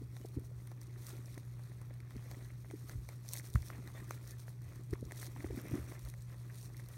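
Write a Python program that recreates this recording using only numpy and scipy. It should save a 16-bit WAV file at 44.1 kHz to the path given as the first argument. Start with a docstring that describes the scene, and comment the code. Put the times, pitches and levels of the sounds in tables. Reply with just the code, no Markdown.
"""Rabbits eat from a ball of dry hay, close to the microphone, over a quiet room's appliance hum and rumble.
From the start stalks rustle, snap and faintly squeak, teeth crunch and paws knock on the pen floor.
At 3.3 s a tug breaks a cluster of stalks, and just after it a body lands with the heaviest thud.
From 4.9 to 5.8 s paws scuffle and thump on the boards; the nibbling carries on to the end at 7 s."""
import sys
import numpy as np
from scipy import signal
from scipy.fft import rfft, irfft, next_fast_len
from scipy.io import wavfile
from scipy.ndimage import uniform_filter1d, map_coordinates

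SR = 44100
rng = np.random.default_rng(int(sys.argv[2]) if len(sys.argv) > 2 else 0)


def put_to_file(sound):
    """Save the sound as 16-bit audio at rate SR, in the file named by the first command-line argument."""
    columns = np.atleast_2d(sound).T  # one column per channel
    safe = np.clip(columns, -1, 1)
    whole_steps = np.round(safe * 32767)
    wavfile.write(sys.argv[1], SR, whole_steps.astype(np.int16))


N = 307377

# Contacts: (time [s], level [dB], pitch [Hz])
STALK_SNAPS = [(.1675, -47, 3900), (.2583, -51.5, 13400), (.2625, -52, 8500), (.2876, -50.5, 8300),
               (.3967, -54, 8860), (.6734, -46.5, 9400), (.7163, -51, 8000), (.8155, -43.5, 5900),
               (.8328, -48.5, 10600), (.87, -52.5, 8420), (1.068, -37, 8300), (1.0949, -44, 8870),
               (1.2589, -46.5, 5760), (1.3439, -46.5, 8800), (1.38, -45, 6310), (1.3995, -60, 14400),
               (1.4515, -56, 6430), (1.6371, -53, 4430), (1.8159, -49, 8300), (1.94, -55.5, 5480),
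               (2.0039, -51.5, 4810), (2.107, -51.5, 3420), (2.1665, -49.5, 4480), (2.2422, -54.5, 8600),
               (2.3142, -42.5, 4520), (2.4481, -51, 4200), (2.7117, -47, 3500), (2.7682, -55.5, 13400),
               (2.8866, -51, 4350), (2.8959, -40.5, 6040), (3.0898, -41.5, 6030), (3.1595, -54.5, 11100),
               (3.2816, -43, 8810), (3.2896, -33.5, 6100), (3.3246, -41, 8600), (3.3352, -25, 8000),
               (3.3407, -32.5, 8560), (3.3551, -42.5, 11600), (3.3657, -37, 11800), (3.3732, -35.5, 6770),
               (3.3811, -41, 9250), (3.3847, -37.5, 5700), (3.39, -37, 8940), (3.3979, -45, 9120),
               (3.455, -46, 9040), (3.5027, -46, 5830), (3.5394, -40.5, 9440), (3.5331, -48.5, 8940),
               (3.5521, -45, 8610), (3.5554, -40, 9990), (3.6223, -43, 8840), (3.6682, -45, 9100),
               (3.6856, -42.5, 5900), (3.7021, -51.5, 5910), (3.712, -52.5, 5930), (3.78, -54, 8700),
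               (3.8759, -44.5, 3930), (4.0437, -50, 6270), (4.1088, -35.5, 6150), (4.121, -48, 5890),
               (4.2759, -44, 6050), (4.309, -41, 6500), (4.3171, -47, 8610), (4.4011, -46, 8790),
               (4.4938, -48.5, 9260), (4.6195, -53.5, 13500), (4.6434, -56.5, 6430), (4.7589, -49.5, 6400),
               (4.8364, -52, 8400), (4.9094, -46.5, 9460), (4.9303, -48, 5500), (4.9365, -44.5, 5640),
               (5.0102, -50, 6680), (5.0526, -48, 6680), (5.1106, -51, 9160), (5.1214, -38, 8800),
               (5.1736, -48.5, 5990), (5.2302, -41.5, 11700), (5.2666, -40.5, 5600), (5.271, -47, 9470),
               (5.5664, -47.5, 13100), (5.6163, -45, 13500), (5.4697, -56, 5670), (5.6846, -45.5, 12000),
               (5.7116, -47, 5900), (5.9934, -47.5, 7160), (6.0512, -47, 5420), (6.0876, -48, 9600),
               (6.0999, -42, 9900), (6.1396, -51.5, 8890), (6.209, -55, 4900), (6.2223, -48, 6770),
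               (6.556, -49, 8290), (6.6133, -46, 5630), (6.6293, -46, 9400), (6.6598, -50, 5900),
               (6.7689, -45.5, 8510), (6.7971, -55.5, 10000), (6.8024, -47, 10800), (6.8611, -51.5, 4360),
               (6.8877, -44, 11300)]  # stalks breaking
TOOTH_BITES = [(.1674, -48, 750), (.251, -59.5, 764), (.3427, -58.5, 1140), (0.6752, -55.5, 1100),
               (.7171, -47.5, 670), (0.8167, -57.5, 1110), (1.3783, -43.5, 780), (1.5946, -52, 1040),
               (1.7188, -53, 682), (1.8174, -52, 1170), (1.9077, -52, 720), (2.0043, -51, 2230),
               (2.1095, -52, 1960), (2.315, -46, 666), (2.346, -49, 2000), (2.5047, -49.5, 2120),
               (2.6469, -52, 730), (2.7027, -50, 2200), (2.712, -43.5, 640), (2.809, -61, 1930),
               (2.8964, -43.5, 1560), (3.0904, -42, 2210), (3.2901, -56, 1970), (3.3552, -45, 2070),
               (3.3736, -46, 1990), (3.3982, -42.5, 2030), (3.5576, -30.5, 1250), (3.6287, -50.5, 2170),
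               (3.7026, -38, 1260), (3.7346, -48.5, 2530), (3.876, -48, 1780), (4.1093, -32, 1180),
               (4.4817, -45.5, 1640), (4.5284, -61, 1030), (4.9311, -45.5, 1120), (4.9367, -41.5, 1840),
               (4.9558, -47.5, 1090), (5.1113, -42.5, 1960), (5.1215, -39.5, 1830), (5.223, -47.5, 2120),
               (5.2297, -41, 1910), (5.271, -50, 2150), (5.3639, -43.5, 950), (5.4064, -43.5, 1940),
               (5.4449, -39.5, 734), (5.4648, -47, 1290), (5.509, -45.5, 708), (5.5754, -50, 2210),
               (5.7424, -45, 809), (5.9164, -56.5, 1900), (5.9215, -49.5, 1000), (5.9548, -53.5, 2130),
               (6.14, -47, 1920), (6.3272, -55.5, 1980), (6.5, -50, 1730), (6.7025, -55, 875),
               (6.7466, -53, 1960), (6.798, -46.5, 1910)]  # teeth meeting
PAW_KNOCKS = [(.021, -42, 268), (0.208, -47.5, 273), (.25, -41, 400), (.251, -45.5, 665), (.372, -33, 284),
              (.385, -39.5, 394), (.516, -53.5, 553), (.719, -53.5, 340), (1.195, -49, 264),
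              (1.379, -46, 690), (1.91, -50, 600), (2.166, -40.5, 224), (2.382, -49, 290),
              (2.705, -49, 330), (2.74, -37, 324), (2.845, -50, 275), (2.955, -51.5, 224),
              (3.555, -32.5, 208), (3.71, -53, 345), (3.792, -44, 308), (4.814, -52, 355),
              (4.932, -43, 412), (4.935, -30.5, 362), (5.029, -42, 504), (5.03, -42.5, 258),
              (5.127, -49.5, 314), (5.368, -48.5, 260), (5.403, -44, 294), (5.447, -32, 333),
              (5.507, -36, 400), (5.531, -40, 335), (5.548, -40.5, 267), (5.579, -35.5, 255),
              (5.649, -50, 304), (5.718, -40.5, 340), (5.742, -28.5, 284), (5.756, -31, 322),
              (5.784, -37, 296), (5.897, -47.5, 278), (6.311, -59, 342)]  # paws on the boards

# Noise colours: (frequency [Hz], relative level [dB])
HAY_EQ = [(1500, -87), (2400, -9), (3200, -10), (4050, -2), (6000, 0), (8600, 1.5), (12000, -3.5),
          (15000, -7.5), (16000, -8)]  # bright, dry stalks
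CHEW_EQ = [(200, -86), (400, -0.5), (550, 4.5), (850, -4.5), (1150, 0), (1570, -4.5), (1950, 0),
           (2250, -4.5), (3000, -9), (3900, -19.5), (6600, -120)]  # midrange grinding
SHUFFLE_EQ = [(80, -104), (150, -3), (220, -5.5), (310, -1.5), (420, -7.5), (600, -42.5), (900, -25.5),
              (1500, -120)]  # soft, dull paws
RUMBLE_EQ = [(15, -26), (25, -29), (35, -7), (60, 2.5), (90, -2), (140, 1.5), (190, -21), (260, -22),
             (400, -25), (800, -120)]  # the room's low end


def amp(db):
    """Gain of a level in dB."""
    return 10 ** (np.asarray(db) / 20)


def unit(x):
    """x at rms 1."""
    return x / np.sqrt(np.mean(x ** 2) + 1e-20)


def wobble(rate):
    """A smooth random curve with `rate` knots a second."""
    knots = rng.standard_normal(int(N * rate / SR) + 4)
    return map_coordinates(knots, [np.arange(N) * rate / SR])


def filtered(x, response):
    """x through a gain curve, given as a function of frequency in Hz."""
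    size = next_fast_len(N + 8192)
    return irfft(rfft(x, size) * response(np.fft.rfftfreq(size, 1 / SR)), size)[..., :N]


def coloured(x, eq):
    """x through an EQ curve drawn on a log frequency axis, at rms 1."""
    eq_hz, eq_db = np.transpose(eq)
    return unit(filtered(x, lambda hz: amp(np.interp(np.log(hz + 1), np.log(eq_hz), eq_db))))


def patchy(x, depth_db):
    """x with its colour shifting in random patches of time and frequency, at rms 1."""
    spectrum = signal.stft(x, nperseg=256)[2]
    patches = uniform_filter1d(rng.standard_normal(spectrum.shape), size=4, axis=0)
    patches = unit(uniform_filter1d(patches, size=10, axis=1))
    return unit(signal.istft(spectrum * amp(depth_db * patches), nperseg=256)[1][:N])


def crackle(per_second, spread_db, life_s, clump_db, clump_rate, rub):
    """Noise gated by short random slips of unequal size over a smooth rub, swelling in clumps."""
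    slips = (rng.random(N) < per_second / SR) * amp(spread_db * rng.standard_normal(N))
    grain = np.exp(-(np.arange(-512, 513) / (life_s * SR)) ** 2)
    gate = rub + unit(signal.fftconvolve(slips, grain, "same"))
    return gate * amp(clump_db * wobble(clump_rate)) * rng.standard_normal(N)


def bursts(events, rough, eq, reach, modes=()):
    """Bell-shaped pulses of tone, body modes and noise, cut `reach` samples either side of each event."""
    track = np.zeros(N + 2 * reach)
    t = np.arange(-reach, reach) / SR
    noise = np.pad(coloured(rng.standard_normal(N), eq), reach)
    body = sum(amp(db) * np.cos(2 * np.pi * hz * t) for hz, db in modes)
    for time, db, hz, width_ms in events:
        start = round(time * SR)
        span = slice(start, start + 2 * reach)
        bell = np.exp(-np.log(2) * (2000 * t / width_ms) ** 2)  # width at half height
        pulse = bell * (rough * noise[span] + body - np.sin(2 * np.pi * hz * t))
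        # as much energy as a tone under this bell peaking at db
        track[span] += amp(db) * pulse * np.linalg.norm(bell) / np.linalg.norm(pulse) / np.sqrt(2)
    return track[reach:N + reach]


def swells(times, db, rise_ms, fall_ms, edge=2.5):
    """Power envelope of swells peaking at `times`; edge 2 is a bell, higher is squarer."""
    hop = 64
    t = np.arange(0, N + hop, hop) / SR - np.asarray(times)[:, None]
    slope_ms = np.where(t < 0, np.reshape(rise_ms, (-1, 1)), np.reshape(fall_ms, (-1, 1)))
    shapes = np.exp(-np.abs(1000 * t / slope_ms) ** edge)
    power = (amp(db)[:, None] ** 2 * shapes).sum(0)
    return np.interp(np.arange(N) / hop, np.arange(len(power)), power)


def room_tone():
    """An appliance's mains hum, low rumble and smooth hiss, each wavering a little in level."""
    # Hum partials: (frequency [Hz], rms level [dB])
    partials = [(120.4, -49), (181.5, -68.5), (241, -80.5)]
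    # Hiss colour: (frequency [Hz], relative level [dB])
    hiss_eq = [(100, -92), (200, -47), (320, 10), (420, 9.5), (550, -8), (900, 0), (2000, -11),
               (2900, -16.5), (5000, -12), (9000, -16.5), (16000, -17)]
    t = np.arange(N) / SR
    hum = sum(np.sqrt(2) * amp(db + .28 * wobble(1.3)) * np.sin(2 * np.pi * hz * t)
              for hz, db in partials)
    rumble = amp(-55.5 + .59 * wobble(5.1)) * coloured(rng.standard_normal(N), RUMBLE_EQ)
    hiss = amp(-73.5 + .9 * wobble(4)) * coloured(rng.standard_normal(N), hiss_eq)
    return hum + rumble + hiss


def contact_stir(contacts, db, fall_ms):
    """Power of the stir round each contact: `db` for a -45 dB contact, more for louder ones."""
    times, contact_db, _ = np.transpose(contacts)
    return swells(times, db + .45 * (contact_db + 45), fall_ms / 2, fall_ms, edge=2)


def stir_gains():
    """Gain envelopes of hay, jaws and paws: a steady stir that swells at each tug and contact."""
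    # The steady stir: (time [s], hay [dB], jaws [dB], paws [dB])
    steady = [(0.0, -70.5, -72, -66.5), (0.62, -74, -73.5, -68.5), (1.16, -70.5, -69, -65),
              (1.57, -69, -71.5, -69.5), (2.08, -75, -71, -67.5), (2.31, -68.5, -68, -65.5),
              (2.56, -71, -71.5, -70), (2.87, -65, -72.5, -67), (3.18, -69.5, -72.5, -70),
              (3.51, -67.5, -70, -65), (3.67, -65.5, -70, -65.5), (4.02, -67, -66, -61.5),
              (4.6, -72, -73.5, -71), (4.97, -69.5, -70, -65), (5.32, -65.5, -66.5, -64),
              (5.65, -64, -64.5, -57.5), (6.23, -68.5, -71.5, -69.5), (6.97, -68.5, -68, -68)]
    # A mouthful is pulled and ground: (time [s], hay [dB], jaws [dB], pull [ms], release [ms])
    tugs = [(.2, -66.5, -73.5, 55, 38), (.345, -65.5, -74, 20, 18), (0.45, -63, -75.5, 14, 20),
            (.65, -71, -73.5, 80, 60), (.865, -73, -75, 44, 42), (0.942, -70.5, -79, 26, 17),
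            (1.03, -61.5, -68, 38, 21), (1.085, -55.5, -62.5, 30, 33), (1.151, -64, -67, 34, 50),
            (1.301, -67, -71, 80, 70), (1.7, -72, -73, 94, 80), (2.13, -72, -66.5, 30, 55),
            (2.341, -65.5, -66.5, 120, 150), (2.8, -69, -74, 34, 38), (2.89, -64.5, -62, 16, 41),
            (3.1, -66, -65.5, 14, 45), (3.289, -59, -70, 40, 30), (3.364, -51.5, -62, 45, 32),
            (3.455, -58.5, -67.5, 26, 45), (3.555, -60.5, -69, 25, 45), (3.685, -59.5, -65, 40, 33),
            (3.75, -70, -65, 33, 55), (3.885, -63.5, -63, 20, 25), (3.969, -64.5, -60.5, 31, 38),
            (4.138, -59.5, -61, 40, 25), (4.307, -59.5, -69, 64, 23), (4.4, -61, -68.5, 15, 30),
            (4.49, -64, -75.5, 22, 40), (4.7, -69.5, -67, 60, 84), (5.226, -52.5, -60.5, 49, 35),
            (5.436, -62.5, -66, 46, 40), (5.599, -61, -62, 60, 13), (5.67, -70.5, -61, 27, 30),
            (5.775, -59.5, -58.5, 60, 38), (5.93, -60.5, -61.5, 70, 30), (6.09, -61, -66, 70, 11),
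            (6.31, -71.5, -66.5, 27, 40), (6.621, -59, -69.5, 70, 46), (6.8, -69, -71, 40, 30),
            (6.96, -62.5, -71.5, 40, 33)]
    times, *steady_db = np.transpose(steady)
    hay, jaws, paws = (amp(np.interp(np.arange(N) / SR, times, db)) ** 2 for db in steady_db)
    tug_times, hay_db, jaws_db, pull_ms, release_ms = np.transpose(tugs)
    brace_db = -64 + .5 * (jaws_db + 60)  # paws brace harder under a stronger tug
    hay += swells(tug_times, hay_db, pull_ms, release_ms) + contact_stir(STALK_SNAPS, -67, fall_ms=10)
    jaws += swells(tug_times, jaws_db, pull_ms, release_ms) + contact_stir(TOOTH_BITES, -68.5, fall_ms=10)
    paws += swells(tug_times, brace_db, pull_ms, release_ms)
    paws += contact_stir(PAW_KNOCKS, -63.5, fall_ms=29)
    return np.sqrt([hay, jaws, paws])


def feeding_bed():
    """Slipping stalks, grinding jaws and shuffling paws keep up a grainy bed under the single hits."""
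    stalks = crackle(1200, spread_db=3.5, life_s=.00035, clump_db=.9, clump_rate=45, rub=1.3)
    grind = crackle(300, spread_db=3, life_s=.0015, clump_db=1.2, clump_rate=20, rub=.9)
    scuffs = crackle(90, spread_db=2.5, life_s=.004, clump_db=1.2, clump_rate=14, rub=.7)
    mouthful = .53 * unit(stalks) + unit(grind)  # the same stalks sound in the chewing band too
    hay_gain, jaws_gain, paws_gain = stir_gains()
    rustle = hay_gain * patchy(coloured(stalks, HAY_EQ), depth_db=1.6)
    chewing = jaws_gain * patchy(coloured(mouthful, CHEW_EQ), depth_db=2)
    shuffle = paws_gain * coloured(scuffs, SHUFFLE_EQ)
    return rustle + chewing + shuffle


def stalk_squeaks():
    """A sliding stalk sticks and slips: a short tone with a fluttering level."""
    # Sliding stalks: (time [s], level before flutter [dB], pitch [Hz], width [ms])
    slides = [(.232, -66, 2990, 13), (1.14, -71, 1394, 86), (3.75, -61, 1850, 8.3), (3.95, -64, 1190, 20),
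              (3.965, -67.5, 3580, 37), (3.975, -60, 1860, 17), (4.04, -67, 1210, 34),
              (4.165, -71, 1390, 72), (4.335, -67.5, 1770, 35), (4.69, -68, 2000, 13),
              (5.66, -66, 1960, 24), (5.76, -65, 1160, 40)]
    flutter = amp(2.8 * wobble(330))
    return flutter * bursts(slides, rough=.093, eq=CHEW_EQ, reach=4096)


def floor_hits():
    """A paw gives the boards a short knock; a whole body landing gives a low thud."""
    # Bodies landing, the heaviest ringing on in a lower second swing: (time [s], level [dB], pitch [Hz], width
    # [ms])
    landings = [(0.378, -30.5, 92, 8.9), (0.392, -45, 95.0, 14.0), (2.169, -45, 61, 34),
                (2.961, -34.5, 89, 14), (2.985, -37.5, 55, 25), (3.558, -19, 102, 10.3),
                (3.574, -27, 62.4, 20), (3.615, -36, 77, 13), (4.675, -47, 89, 35), (4.932, -26, 69.6, 6.4),
                (5.03, -42, 71.3, 8.8), (5.066, -41, 61.9, 21), (5.457, -35.5, 87, 18),
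                (5.509, -40, 59.2, 21), (5.54, -38.5, 68, 20), (5.735, -29.5, 107, 10),
                (5.815, -40, 75, 44), (6.061, -39.5, 56.5, 43)]
    knock_cycles = 2.05
    steps = [(time, db, hz, 1000 * knock_cycles / hz) for time, db, hz in PAW_KNOCKS]
    knocks = bursts(steps, rough=.34, eq=SHUFFLE_EQ, reach=2048)
    thuds = bursts(landings, rough=0, eq=RUMBLE_EQ, reach=4096)
    return knocks + thuds


def tooth_clicks():
    """Teeth meet and click dully through the jaw: a few cycles, no top end."""
    # Jaw resonances rung by every bite: (frequency [Hz], relative level [dB])
    jaw_modes = [(620, -7.5), (1180, -17), (1550, -23), (1900, -8.5), (2250, -14)]
    bite_ms = 1.76
    bites = [(*bite, bite_ms) for bite in TOOTH_BITES]
    return bursts(bites, rough=.46, eq=CHEW_EQ, reach=512, modes=jaw_modes)


def faint_ticks(count, over_db, spread_db, width_ms):
    """Burst events for tiny random snaps, denser and stronger where the hay is loud."""
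    hay_gain = stir_gains()[0]
    time_draw, level_draw, pitch_draw = rng.random((count, 3)).T
    activity = np.cumsum(np.sqrt(hay_gain))
    at = np.searchsorted(activity, time_draw * activity[-1])
    db = 20 * np.log10(hay_gain[at]) + over_db + spread_db * (level_draw - .5)
    hz = np.array(STALK_SNAPS)[(pitch_draw * len(STALK_SNAPS)).astype(int), 2]
    return [(*tick, width_ms) for tick in zip(at / SR, db, hz)]


def stalk_snaps():
    """A dry stalk breaks in about a millisecond, broad and bright."""
    snap_ms = 1.16
    snaps = [(*snap, snap_ms) for snap in STALK_SNAPS]
    ticks = faint_ticks(count=160, over_db=9, spread_db=10, width_ms=.6)
    return bursts(snaps + ticks, rough=1.2, eq=HAY_EQ, reach=256)


def scene():
    """The rabbits in their pen over the room tone, in mono."""
    rabbits = feeding_bed() + stalk_snaps() + tooth_clicks() + stalk_squeaks() + floor_hits()
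    return (rabbits + room_tone())[None]


def record(dry):
    """The microphone housing dips a few treble bands; the deepest bass and the very top are cut."""
    # Housing dips: (centre [Hz], width [Hz], depth [dB])
    dips = [(2880, 310, 6), (4970, 380, 4.5), (7590, 1240, 6), (10400, 690, 6)]
    low_cut_hz, top_hz = 36, 15870

    def response(hz):
        dip_db = sum(depth * np.exp(-((hz - centre) / width) ** 2) for centre, width, depth in dips)
        low_cut = hz ** 4 / (hz ** 4 + low_cut_hz ** 4)
        return amp(-dip_db) * low_cut * (hz < top_hz)

    return filtered(dry, response)


dry = scene()
out = record(dry)
put_to_file(out)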